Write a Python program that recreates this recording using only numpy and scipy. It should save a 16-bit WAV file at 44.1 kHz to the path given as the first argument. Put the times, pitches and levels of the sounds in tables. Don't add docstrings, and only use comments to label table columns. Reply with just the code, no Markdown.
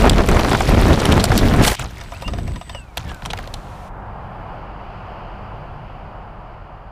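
import sys
import numpy as np
from scipy.fft import rfft, irfft, next_fast_len
from scipy.io import wavfile
from scipy.ndimage import uniform_filter1d, map_coordinates

SR = 44100
rng = np.random.default_rng(int(sys.argv[2]) if len(sys.argv) > 2 else 0)


def materialize(psi):
    bounded = np.clip(np.atleast_2d(psi).T, -1, 1)
    quanta = np.round(bounded * 32767).astype(np.int16)
    wavfile.write(sys.argv[1], SR, quanta)


N = 304731

# (pitch [Hz], width [Hz], level [dB])
FRAME = [(290, 110, -7.5), (443, 250, -1.5), (744, 180, 5), (1007, 130, 4), (1383, 285, -0.5),
         (2120, 350, -8.5)]
SHELL = [(2330, 530, -1.5), (3160, 600, 2.5), (4030, 710, -0.5), (5130, 650, -4.5), (5775, 490, -3),
         (7570, 1500, -7), (10300, 2940, -12.5), (14010, 2600, -20.5)]
# (time [s], hold [s], air level [dB], grit level [dB])
LURCHES = [(1.805, 0.052, -26, -34.5), (1.89, 0.43, -34, -43.5), (2.275, 0.27, -23.5, -46),
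           (2.68, 0.12, -34, -49.5), (2.985, 0.013, -29.5, -39.5), (3.05, 0.064, -28, -42),
           (3.24, .2, -30, -44.5), (3.47, 0.095, -34.5, -56)]
LURCH_RISE_S, LURCH_FALL_S = 0.018, 0.041
LANDED_S, STILL_S = 1.75, 3.6


def amp(db):
    return 10 ** (np.asarray(db) / 20)


def unit(x):
    return x / np.sqrt(np.mean(x ** 2) + 1e-20)


def curves(rows):
    s, *cols = np.transpose(rows)
    return [np.interp(np.arange(N) / SR, s, c) for c in cols]


def during(start, end, fade=.02):
    t = np.arange(N) / SR
    return np.clip(1 + np.minimum(t - start, end - t) / fade, 0, 1)


def span(rows):
    return during(rows[0][0], rows[-1][0])


def swells(rows, rise, fall):
    t, gains = np.arange(N) / SR, 0
    for s, hold, *db in rows:
        shape = np.exp(-(np.maximum(s - t, 0) / rise) ** 2 - np.maximum(t - s - hold, 0) / fall)
        gains = np.maximum(gains, amp(db)[:, None] * shape)
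    return gains


def wobble(rate):
    return map_coordinates(rng.standard_normal(int(N * rate / SR) + 4), [np.arange(N) * rate / SR])


def filtered(x, response):
    m = next_fast_len(len(x) + 8192)
    return irfft(rfft(x, m) * response(np.fft.rfftfreq(m, 1 / SR)), m)[:len(x)]


def coloured(x, spectrum):
    f, db = np.transpose(spectrum)
    return unit(filtered(x, lambda hz: amp(np.interp(np.log(hz + 1), np.log(f), db))))


def noise(spectrum):
    return coloured(rng.standard_normal(N), spectrum)


def steadied(x, window):
    return x / np.sqrt(np.abs(uniform_filter1d(x ** 2, int(window * SR) + 1)) + 1e-4)


def grains(rate, spread_db):
    clicks = (rng.random(N) < rate / SR) * np.sign(rng.standard_normal(N))
    return unit(clicks * amp(spread_db * np.clip(rng.standard_normal(N), -2, 2)))


def pebbles(rate, centre_hz, spread_db, cycles):
    count = int(rate * N / SR)
    start, scatter = rng.integers(0, N, count), rng.standard_normal((count, 2))
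    hz = np.clip(centre_hz * np.exp(.65 * scatter[:, :1]), 500, 14000)
    size = amp(spread_db * np.clip(scatter[:, 1:], -2, 2))
    step = np.arange(256)
    turns = hz * step / SR
    pings = size * np.sin(2 * np.pi * turns) * np.exp(-turns / cycles)
    return unit(np.bincount((start[:, None] + step).ravel(), pings.ravel(), N)[:N])


def ring(x, modes):
    return filtered(x, lambda f: sum(
        (-1) ** k * amp(db) * 1j * f * width / (hz * hz - f * f + 1j * f * width)
        for k, (hz, width, db) in enumerate(modes)))


def contact(decay_s, modes, rattle_db, tilt_db=0):
    t = np.arange(SR // 8) / SR
    attack = 1 - np.exp(-t / 0.00029)
    force = attack * (np.exp(-t / decay_s) + amp(rattle_db) * np.exp(-t / .016))
    struck = [(hz, width, db + tilt_db * np.log2(hz / 4000) + 2 * rng.standard_normal())
              for hz, width, db in modes]
    x = ring(force * rng.standard_normal(len(t)), struck)
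    return x / np.sqrt(uniform_filter1d(x ** 2, size=88).max())


def add(track, s, x):
    part = track[max(round(s * SR), 0):][:len(x)]
    part += x[:len(part)]


def phase(hz):
    return 2 * np.pi * np.cumsum(hz) / SR


def wind():
    # (time [s], hold [s], buffet level [dB], roar level [dB])
    gusts = [(0, 0.11, -12, -19), (.045, .025, -11.5, -10), (.11, 0.048, -11.5, -22.5),
             (.18, 0.032, -11.5, -15), (.295, 0.08, -11.5, -17), (.39, 0.094, -18.5, -19),
             (.52, 0.018, -14.5, -17.5), (.69, 0.15, -11, -18), (.87, 0.062, -9.5, -14),
             (.985, 0.08, -19.5, -19.5), (1.09, .11, -11.5, -17), (1.31, 0.048, -12, -20),
             (1.42, 0.051, -10.5, -20.5), (1.5, 0.093, -14, -21.5), (1.595, 0.023, -9.5, -15.5),
             (1.65, 0.057, -20, -28)]
    # (time [s], share [0-1])
    eddies = [(0, 0.68), (.62, 0.52), (.8, 0.34), (1.15, 0.2), (1.55, 0.2), (1.7, 0.82)]
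    # (frequency [Hz], level [dB])
    deep_eq = [(10, -12), (25, -2), (42, 2), (70, -7), (130, -19.5), (400, -41.5), (2000, -90)]
    buffet_eq = [(10, -27), (30, -9), (50, -3.5), (90, 2), (150, -3.5), (220, -3), (320, -14), (700, -37.5),
                 (2000, -83)]
    roar_eq = [(100, -28.5), (230, -2.5), (400, 2), (750, -3.5), (1200, -8.5), (2000, -14.5), (3500, -25),
               (7000, -34.5), (15000, -50.5)]
    buffet_gain, roar_gain = swells(gusts, rise=0.016, fall=0.0218)
    slow, = curves(eddies)
    push = steadied(np.sqrt(slow) * noise(deep_eq) + np.sqrt(1 - slow) * noise(buffet_eq), window=.05)
    tear = amp(2.7 * np.abs(push) + 1.3 * wobble(70))
    pops = grains(rate=260, spread_db=4.5)
    roar = steadied(tear * coloured(pops + 0.95 * rng.standard_normal(N), roar_eq), window=.05)
    hollow = unit(ring(rng.standard_normal(N), [(229.5, 45, 0)]))
    boom = during(1.39, 1.62, fade=0.054) * amp(-20) * steadied(hollow, window=0.036)
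    air = np.maximum(buffet_gain, amp(-19)) * push + np.maximum(roar_gain, amp(-24.5)) * roar
    return during(0, 1.72, fade=0.021) * (amp(-0.25) * air + boom)


def knocks():
    # (time [s], level [dB], thud trim [dB], crack tilt [dB/octave])
    hits = [(.0957, 0, -23.5, -0.5), (.1324, -16.5, -1, -3.5), (.182, -10.5, -14, -9),
            (.2872, -11, -9, 2.5), (.3132, -19, 6, 3), (.3676, -15, 2.5, -5.5), (.3945, -10.5, -3.5, -4.5),
            (.4464, -14, -2.5, -1.5), (.5152, -18.5, 5.5, -5.5), (.5307, -16, 4.5, -7.5),
            (.5487, -12.5, 2.5, -10), (.605, -14.5, 4.5, -2), (.8653, -20, -1.5, 5), (1.054, -6, -11.5, 1),
            (1.1223, -6.5, -8, -1.5), (1.2401, -2.5, -8.5, 3.5), (1.3179, -17.5, 7, -2),
            (1.3768, -5, -28, 6), (1.5374, -17, -1.5, -4), (1.6786, -4.5, -15.5, 4.5),
            (1.7943, -15.5, -10, 5.5), (2.9716, -12.5, -8, 3), (2.9774, -12, -16, -2),
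            (3.1148, -30.5, 3.5, -8), (3.145, -31.5, -15, 6.5), (3.2214, -27.5, -2, -9),
            (3.2514, -21, -8, -2.5), (3.258, -17.5, -5, -0.5), (3.3024, -22.5, -4.5, -3),
            (3.3328, -16.5, -2, -3), (3.3747, -22, -24, -12), (3.3877, -25.5, 1, -9),
            (3.474, -26, -1.5, -2.5), (3.5394, -16.5, -13.5, -0.5)]
    out = np.zeros(N)
    for s, db, thud_db, tilt_db in hits:
        crack = contact(decay_s=0.0019, modes=SHELL, rattle_db=-29.5, tilt_db=tilt_db)
        thud = contact(decay_s=0.0028, modes=FRAME, rattle_db=-19.5)
        add(out, s, amp(db - 7.5) * crack + amp(db + thud_db - 0.5) * thud)
    return out


def skid():
    # (frequency [Hz], level [dB])
    grit_eq = [(200, -20), (480, -3.5), (760, 6.5), (1000, 3), (1220, -11.5), (1600, -2), (2100, -4),
               (3200, -9), (4000, -11.5), (5500, -11), (6500, -10.5), (9500, -10), (12500, -17.5),
               (15000, -19)]
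    start_s, hold_s, stop_s, level_db = 1.6585, 0.027, 1.752, -15.5
    stones = pebbles(rate=4000, centre_hz=4440, spread_db=7, cycles=1.2)
    crunch = unit(amp(2.2 * wobble(130)) * (noise(grit_eq) + stones))
    pressure, = swells([(start_s, hold_s, level_db)], rise=0.029, fall=.05)
    return during(0, stop_s, fade=0.0069) * pressure * crunch


def slide():
    # (time [s], level [dB])
    envelope = [(0.0, -28.5), (0.126, -37.5), (0.296, -33), (0.524, -30), (0.848, -31.5), (1.64, -35)]
    # (frequency [Hz], level [dB])
    rub_eq = [(900, -28), (2200, 6), (3500, 4.5), (5500, 0), (6500, -5), (8000, -6), (11000, -8),
              (15000, -16.5)]
    rub = unit(amp(2 * wobble(70)) * noise(rub_eq))
    stones = pebbles(rate=200, centre_hz=3473, spread_db=2.5, cycles=2.2)
    return span(envelope) * amp(curves(envelope)[0] - 2) * (rub + amp(2.5) * stones)


def scrapes():
    # (peak time [s], level [dB], half length [s], tone centre [Hz])
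    drags = [(0.937, -24, .01, 4000), (1.002, -22.5, 0.0062, 5000), (1.123, -18, 0.0086, 3200),
             (1.206, -20.5, .01, 4250), (1.254, -21.5, .004, 7000), (1.36, -26, 0.015, 6030),
             (1.388, -22, .015, 4870), (1.774, -35.5, 0.018, 2700), (1.812, -30, .014, 2800),
             (3.096, -36.5, .015, 3000), (3.263, -38.5, .008, 7500), (3.309, -26, .007, 3390)]
    out, t = np.zeros(N), np.arange(-SR // 16, SR // 16) / SR
    for s, db, half_s, centre_hz in drags:
        modes = [(hz, width, level - 8 * abs(np.log2(hz / centre_hz))) for hz, width, level in SHELL]
        rub = unit(ring(rng.standard_normal(len(t)) ** 3, modes))
        add(out, s + t[0], amp(db - 2) * np.exp(-(t / half_s) ** 2) * rub)
    return out


def blade_taps():
    # (time [s], level [dB])
    flicks = [(2.011, -25), (2.063, -45), (2.119, -20.5), (2.221, -20.5), (2.278, -18), (2.334, -17.5),
              (2.384, -21), (2.476, -24.5), (2.558, -26.5), (2.611, -21), (2.694, -22.5), (2.747, -21.5)]
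    # (pitch [Hz], width [Hz], level [dB])
    blade = [(545, 64, -2), (707, 83, 1), (980, 53, -1), (1230, 76, -6.5), (1870, 330, -11.5),
             (2860, 330, -12.5), (3670, 110, -10.5), (4270, 200, -21), (5000, 190, -17.5),
             (5860, 250, -18.5), (8420, 2900, -33.5)]
    out = np.zeros(N)
    for s, db in flicks:
        add(out, s, amp(db - 5.5) * contact(decay_s=0.0039, modes=blade, rattle_db=-10))
    return out


def wash():
    # (frequency [Hz], level [dB])
    air_eq = [(15, -17), (40, 0), (70, -1.5), (130, -7), (250, -17.5), (450, -25.5), (1500, -47),
              (5000, -87)]
    air, _ = swells(LURCHES, LURCH_RISE_S, LURCH_FALL_S)
    return during(LANDED_S, STILL_S) * np.maximum(air, amp(-40)) * steadied(noise(air_eq), window=0.065)


def settle():
    _, grit = swells(LURCHES, LURCH_RISE_S, LURCH_FALL_S)
    crackle = pebbles(rate=700, centre_hz=3673, spread_db=4.5, cycles=2.46)
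    rattle = unit(ring(grains(rate=340, spread_db=1) + 0.55 * rng.standard_normal(N), FRAME))
    clumps = amp(2.2 * wobble(70) - 2.5)
    return during(LANDED_S, STILL_S) * np.maximum(grit, amp(-62)) * clumps * (crackle + rattle)


def motor_twitches():
    # (time [s], length [s], start pitch [Hz], top pitch [Hz], level [dB])
    jerks = [(2.125, .055, 1890, 2900, -40), (2.239, 0.052, 2620, 2860, -30.5)]
    spin_up_s = 0.0237
    out, t = np.zeros(N), np.arange(N) / SR
    for s, length, start_hz, top_hz, db in jerks:
        hz = top_hz + (start_hz - top_hz) * np.exp(-t / spin_up_s)
        chirp = amp(1.5 * wobble(150)) * np.sin(phase(hz * (1 + .01 * wobble(300))))
        add(out, s, amp(db) * np.sin(np.pi * np.minimum(t / length, 1)) * chirp)
    return out


def motor_coasting():
    # (pitch [Hz], half width [Hz], boost [dB])
    arm = [(2860, 260, 19.5), (1610, 220, 16)]
    start_s, end_s, start_hz, slowing_per_s = 2.62, 3.22, 3660, 1.62
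    hz = start_hz * np.exp(-slowing_per_s * np.maximum(np.arange(N) / SR - start_s, 0))
    boost_db = sum(db * np.exp(-((hz - centre_hz) / width) ** 2) for centre_hz, width, db in arm)
    turn = phase(hz * (1 + .009 * wobble(300)))
    whine = during(start_s, end_s) * amp(-58 + boost_db + 3 * wobble(70)) * np.sin(turn)
    lower = during(2.66, 2.86) * amp(-53 + 3 * wobble(60)) * np.sin(turn * 4 / 7)
    return whine + lower


def drive():
    start_s, end_s, start_db, db_per_s = 2, 2.805, -58, 12.5
    db = start_db + db_per_s * (np.arange(N) / SR - start_s)
    upper = np.sin(phase(8045 + 25 * wobble(300)))
    lower = amp(-12) * np.sin(phase(4680 + 50 * wobble(300)))
    return during(start_s, end_s) * amp(db + 1.2 * wobble(120)) * (upper + lower)


def valley():
    # (time [s], rush level [dB], rustle level [dB], rumble level [dB])
    envelopes = [(3.58, -38.5, -60, -33.5), (3.83, -39.5, -66, -36), (3.96, -37.5, -59.5, -33.5),
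                 (5.14, -38.5, -52, -35.5), (5.46, -39, -54, -33.5), (6.83, -43, -61.5, -38.5),
                 (6.91, -43.5, -61, -37.5)]
    # (frequency [Hz], level [dB])
    rush_eq = [(100, -27), (300, -7.5), (480, -6.5), (720, 0), (1050, -3.5), (1400, -8.5), (1950, -19.5),
               (3000, -32.5), (5600, -48.5), (9000, -54.5), (15000, -63)]
    rustle_eq = [(1200, -22), (2100, -1), (2900, 1.5), (3300, -8), (3700, -17), (4800, -11.5),
                 (5600, -25.5), (7000, -32), (10000, -53), (15000, -50)]
    rumble_eq = [(10, -15), (30, -1), (40, 3.5), (49, 4.5), (65, -6.5), (110, -2), (130, -8.5), (147, -3.5),
                 (165, -11.5), (195, -8), (240, -18), (600, -65.5)]
    rush_db, rustle_db, rumble_db = curves(envelopes)
    tone = amp(-14) * np.sin(phase(721 + 3 * wobble(12)))
    rush = amp(rush_db + 2 + 0.5 * wobble(7.7)) * (noise(rush_eq) + tone)
    rustle = amp(rustle_db + 2 + 0.97 * wobble(8)) * noise(rustle_eq)
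    rumble = amp(rumble_db) * steadied(noise(rumble_eq), window=0.15)
    end = N / SR
    return (during(3.84, end, fade=1.28) * rush
            + during(4.3, end, fade=.5) * rustle
            + during(3.6, end, fade=.25) * rumble)


def hiss():
    # (time [s], level [dB])
    envelope = [(1.76, -47), (2.6, -50.5), (2.92, -57.5), (3.05, -50.5), (3.6, -50), (3.88, -50)]
    # (frequency [Hz], level [dB])
    hiss_eq = [(300, -1), (2500, 3.5), (5000, -5.5), (9000, -10.5), (15000, -19)]
    return span(envelope) * amp(curves(envelope)[0]) * noise(hiss_eq)


def scene():
    crash = wind() + slide() + scrapes() + skid() + knocks()
    grounded = settle() + blade_taps() + wash()
    motors = motor_twitches() + motor_coasting() + drive()
    mono = crash + grounded + motors + valley() + hiss()
    return np.array([mono, mono])


def record(dry):
    top_hz = 15500
    clipped = dry / (1 + np.abs(dry) ** 6) ** (1 / 6)
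    return np.array([filtered(channel, lambda hz: hz < top_hz) for channel in clipped])


dry = scene()
out = record(dry)
materialize(out)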